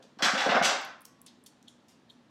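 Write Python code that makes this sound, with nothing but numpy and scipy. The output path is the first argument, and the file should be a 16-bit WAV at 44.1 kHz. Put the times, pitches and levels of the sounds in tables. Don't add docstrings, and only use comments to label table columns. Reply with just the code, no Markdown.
import sys
import numpy as np
from scipy import signal
from scipy.fft import rfft, irfft, next_fast_len
from scipy.io import wavfile

SR = 44100
rng = np.random.default_rng(int(sys.argv[2]) if len(sys.argv) > 2 else 0)


def to_wav(sig):
    pcm = np.clip(np.atleast_2d(sig), -1, 1) * 32767
    pcm = np.round(pcm).astype(np.int16)
    wavfile.write(sys.argv[1], SR, pcm.T)


N = 101429
T = np.arange(SR) / SR


def amp(db):
    return 10 ** (np.asarray(db) / 20)


def unit(x):
    return x / np.sqrt(np.mean(x ** 2) + 1e-20)


def along(points, hz):
    freqs, values = np.transpose(points)
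    return np.interp(np.log(hz + 1), np.log(freqs + 1), values)


def peak(f, hz, width_hz):
    return abs(f * width_hz / (hz * hz - f * f + 1j * f * width_hz))


def band(f, hz, sigma_oct):
    return np.exp(-.5 * (np.log2((f + 1) / hz) / sigma_oct) ** 2)


def tilt(hz, db_per_oct):
    return amp(db_per_oct * np.log2(np.clip(hz, 1500, 9000) / 4000))


def noise(gain, size=SR):
    spectrum = rfft(rng.standard_normal(size)) * gain(np.fft.rfftfreq(size, 1 / SR))
    return unit(irfft(spectrum, size))


def rise(attack_s):
    return 1 - np.exp(-(T / attack_s) ** 2)


def decay(t60_s):
    return amp(-60 * T / t60_s)


def shaped(sound, envelope):
    return unit(sound * envelope) * np.sqrt(np.mean(envelope ** 2))


def add(track, time_s, sound):
    start = max(0, round(time_s * SR))
    track[start:start + len(sound)] += sound[:N - start]


def in_room(sound, room_db, wall_delay_s=.004):
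    # (frequency [Hz], t60 [s])
    room_t60 = [(100, 0.15), (400, 0.41), (1000, 0.5), (2800, 0.48), (7000, 0.39), (14000, 0.13)]
    hz, t, spectra = signal.stft(rng.standard_normal(SR), SR, nperseg=256)
    fade = amp(-60 * t / along(room_t60, hz)[:, None])
    tail = signal.istft(spectra * fade, SR, nperseg=256)[1]
    tail = np.pad(tail / np.linalg.norm(tail), (int(wall_delay_s * SR), 0))
    return sound + amp(room_db) * signal.fftconvolve(sound, tail)[:len(sound)]


def contact(colour, force, t60_s):
    return shaped(noise(lambda f: amp(along(colour, f)) * force(f)), decay(t60_s))


def ring(modes, force, detune=.003):
    hz, db, t60_s = np.transpose(modes)[:, :, None]
    gain = amp(db + rng.normal(0, 2.5, hz.shape)) * force(hz)
    hz = hz * (1 + detune * rng.standard_normal(hz.shape))
    waves = np.sin(2 * np.pi * (hz * T + rng.random(hz.shape))) * decay(t60_s)
    return (gain * waves).sum(0) / np.linalg.norm(gain)


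def room_tone():
    # (frequency [Hz], relative level [dB])
    air_colour = [(15, -68), (25, -42.5), (108, -10), (206, -5), (270, -4.5), (317, -7.5), (394, -12.5),
                  (863, -16), (1400, -20.5), (1520, -21), (1740, -19.5), (2160, -24.5), (2990, -24.5),
                  (3820, -25.5), (6210, -32.5), (6920, -34), (16000, -54)]
    air_db, hum_db = -63.5, -69.5
    air = noise(lambda f: amp(along(air_colour, f)), size=N)
    hum = noise(lambda f: peak(f, hz=243.7, width_hz=21) ** 2, size=N)
    return amp(air_db) * air + amp(hum_db) * hum


def clanks():
    events = [(.0, -60.5, 810), (0.038, -65, 814), (.19, -41.5, 1230), (.2005, -38, 740),
              (.224, -29.5, 1570), (.238, -28.5, 1420), (0.257, -26, 1600), (.282, -25.5, 1490),
              (.349, -27, 770), (.398, -28, 1440), (.436, -27.5, 1120), (.461, -25, 650), (.486, -26, 1190),
              (.515, -23, 690), (.529, -28, 1400), (.545, -24, 1270), (.562, -23, 965), (.611, -25, 730),
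              (.655, -26.5, 890), (.688, -28, 895), (.716, -30, 1120), (.775, -36.5, 1140),
              (.83, -48, 1410), (.885, -47.5, 1370)]
    # (frequency [Hz], relative level [dB])
    colour = [(80, -46), (250, -3), (450, -15.5), (730, 0.5), (950, -7.5), (1150, -8), (1550, -3.5),
              (2100, -12.5), (3200, -22.5), (5000, -14), (9000, -75)]
    # (frequency [Hz], relative level [dB], t60 [s])
    plate_modes = [(520, 0, .25), (552, -1, .25), (706, 0, .25), (745, -3, .25), (791, 0, .26),
                   (1123, -5, .33), (1177, -6, .3), (1250, -7, .33), (1337, -5, .42), (1421, -2, .38),
                   (1523, 2, .28), (1625, -4, .28), (1790, -9, .35)]
    bar_modes = [(1044, 0, 1.1), (1125, -1, 1.1), (1923, -8, 1.0), (2439, -9, 1.0)]
    attack_s, bar_db = .0019, -22
    out = np.zeros(N)
    for time_s, db, centre_hz in events:
        force = lambda f: band(f, centre_hz, sigma_oct=1.03)
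        burst = contact(colour, force, t60_s=.07) * rise(attack_s)
        ringing = ring(plate_modes, force) + amp(bar_db) * ring(bar_modes, np.ones_like)
        add(out, time_s, amp(db) * (in_room(burst, room_db=1.5) + ringing * rise(attack_s)))
    return out


def thuds():
    events = [(.0, -59.5, 500), (.04, -56.5, 500), (0.169, -50.5, 260), (0.225, -35, 200),
              (0.249, -34.5, 215), (.333, -31.5, 224), (.459, -26, 537), (0.462, -33, 243.5),
              (0.49, -32, 230), (.515, -35.5, 550), (.549, -31, 237), (.560, -25.5, 500), (.608, -31, 233),
              (.655, -41, 210), (.718, -34, 546), (0.751, -46, 250)]
    envelope = decay(t60_s=.053) * rise(attack_s=.0019)
    out = np.zeros(N)
    for time_s, db, hz in events:
        resonance = noise(lambda f: peak(f, hz, width_hz=.46 * hz) ** 2)
        add(out, time_s, 2 * amp(db) * in_room(shaped(resonance, envelope), room_db=-4.5))
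    return out


def ticks():
    # (time [s], level [dB], centre [Hz], sigma [oct], t60 [s], room send [dB])
    taps = [(.025, -57.5, 4170, 0.7, 0.12, -3), (0.814, -49.5, 13600, 0.21, .008, -15),
            (0.8494, -47, 11400, 0.19, 0.022, -11), (1.0075, -50, 11500, 0.35, 0.0067, -2),
            (1.0183, -45.5, 11800, .35, 0.011, -19), (1.05, -50, 9300, .7, 0.036, -8),
            (1.0539, -33.5, 8600, 1, 0.0061, -6.5), (1.2161, -38.5, 11000, 0.43, 0.0077, -13.5),
            (1.263, -43, 9340, 0.074, 0.016, -24), (1.264, -48.5, 4440, 0.81, 0.08, -9),
            (1.281, -53, 4070, 0.38, 0.091, -9), (1.439, -50, 9800, .2, 0.01, -9),
            (1.462, -47, 6040, 0.76, 0.069, -8), (1.6272, -51, 5470, 0.6, .009, -7),
            (1.681, -56, 6500, 0.54, 0.043, -0.5), (1.883, -61, 5100, 1, .09, 3),
            (2.099, -66.5, 7000, 0.59, 0.04, 4.5)]
    out = np.zeros(N)
    for time_s, db, hz, sigma_oct, t60_s, room_db in taps:
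        tick = noise(lambda f: band(f, hz, sigma_oct)) * decay(t60_s) * rise(attack_s=.00015)
        add(out, time_s, amp(db) * in_room(tick, room_db))
    return out


def creaks():
    # (peak time [s], level [dB], centre [Hz])
    rubs = [(0.03, -58, 3250), (1.466, -54, 3470), (1.684, -46, 3500), (2.103, -48, 3800)]
    # (frequency [Hz], width [Hz], relative level [dB])
    sleeve_modes = [(3160, 390, -6), (3534, 53, -4.5), (3860, 280, -9.5), (4324, 61, -2)]
    swell_s = .004
    lead_s = 4 * swell_s
    envelope = np.exp(-abs(T - lead_s) / swell_s)
    sleeve = lambda f: sum(amp(db) * peak(f, hz, width_hz) ** 2 for hz, width_hz, db in sleeve_modes)
    out = np.zeros(N)
    for time_s, db, centre_hz in rubs:
        rub = noise(lambda f: band(f, centre_hz, sigma_oct=.23) * sleeve(f))
        add(out, time_s - lead_s, amp(db) * in_room(shaped(rub, envelope), room_db=-13))
    return out


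def clashes():
    # (time [s], level [dB], contact tilt [dB/oct])
    strikes = [(0.187, -47.5, -1.5), (0.2224, -22, -2), (0.244, -25.5, 2.5), (.3, -41, 6),
               (0.343, -31.5, -2.5), (.377, -26.5, -4.5), (0.405, -30.5, -1), (0.447, -37, 0.5),
               (.492, -28, -7), (0.511, -32, -6.5), (.548, -30.5, -6), (.624, -27, -2.5), (.633, -32.5, 7),
               (.645, -23, 4), (.657, -32, 0), (0.695, -30, 0), (0.754, -44, -1), (0.809, -45, -2),
               (0.866, -48.5, -22)]
    # (frequency [Hz], relative level [dB])
    colour = [(200, -12), (900, -11), (2000, 1), (3200, 1.5), (4300, -1), (5800, -1.5), (6900, -9),
              (7700, -8.5), (8800, -19.5), (12000, -25.5), (16000, -33)]
    # (frequency [Hz], relative level [dB])
    steel_modes = [(1990, 1.5), (2218, -9), (2480, -8), (2742, 11), (2950, 18.5), (3128, 0), (3420, 20),
                   (3553, 12), (3989, -10), (4330, -6.5), (5023, 4), (5480, -19), (5690, -3), (6130, 0),
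                   (7031, -15), (7516, 4), (7900, -19)]
    attack_s, ring_t60_s, ring_db = .00087, .34, -8
    modes = [(hz, db, ring_t60_s) for hz, db in steel_modes]
    out = np.zeros(N)
    for time_s, db, db_per_oct in strikes:
        blow = contact(colour, lambda f: tilt(f, db_per_oct), t60_s=.098) * rise(attack_s)
        ringing = amp(ring_db) * ring(modes, lambda f: tilt(f, 3 * db_per_oct))
        add(out, time_s, amp(db) * (in_room(blow, room_db=2.5) + ringing * rise(attack_s)))
    return out


def scene():
    low_cut_hz = 164
    low_cut = signal.butter(4, low_cut_hz, "high", fs=SR, output="sos")
    barbell = signal.sosfilt(low_cut, clanks() + clashes() + thuds())
    return (barbell + ticks() + creaks() + room_tone())[None]


def record(dry):
    # (frequency [Hz], gain [dB])
    treble = [(1000, 0.5), (12500, -1.5), (14500, -2.5), (16000, -6)]
    top_hz = 16300
    size = next_fast_len(N + SR // 2)
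    hz = np.fft.rfftfreq(size, 1 / SR)
    response = amp(along(treble, hz)) * (hz < top_hz)
    return irfft(rfft(dry, size) * response, size)[:, :N]


dry = scene()
out = record(dry)
to_wav(out)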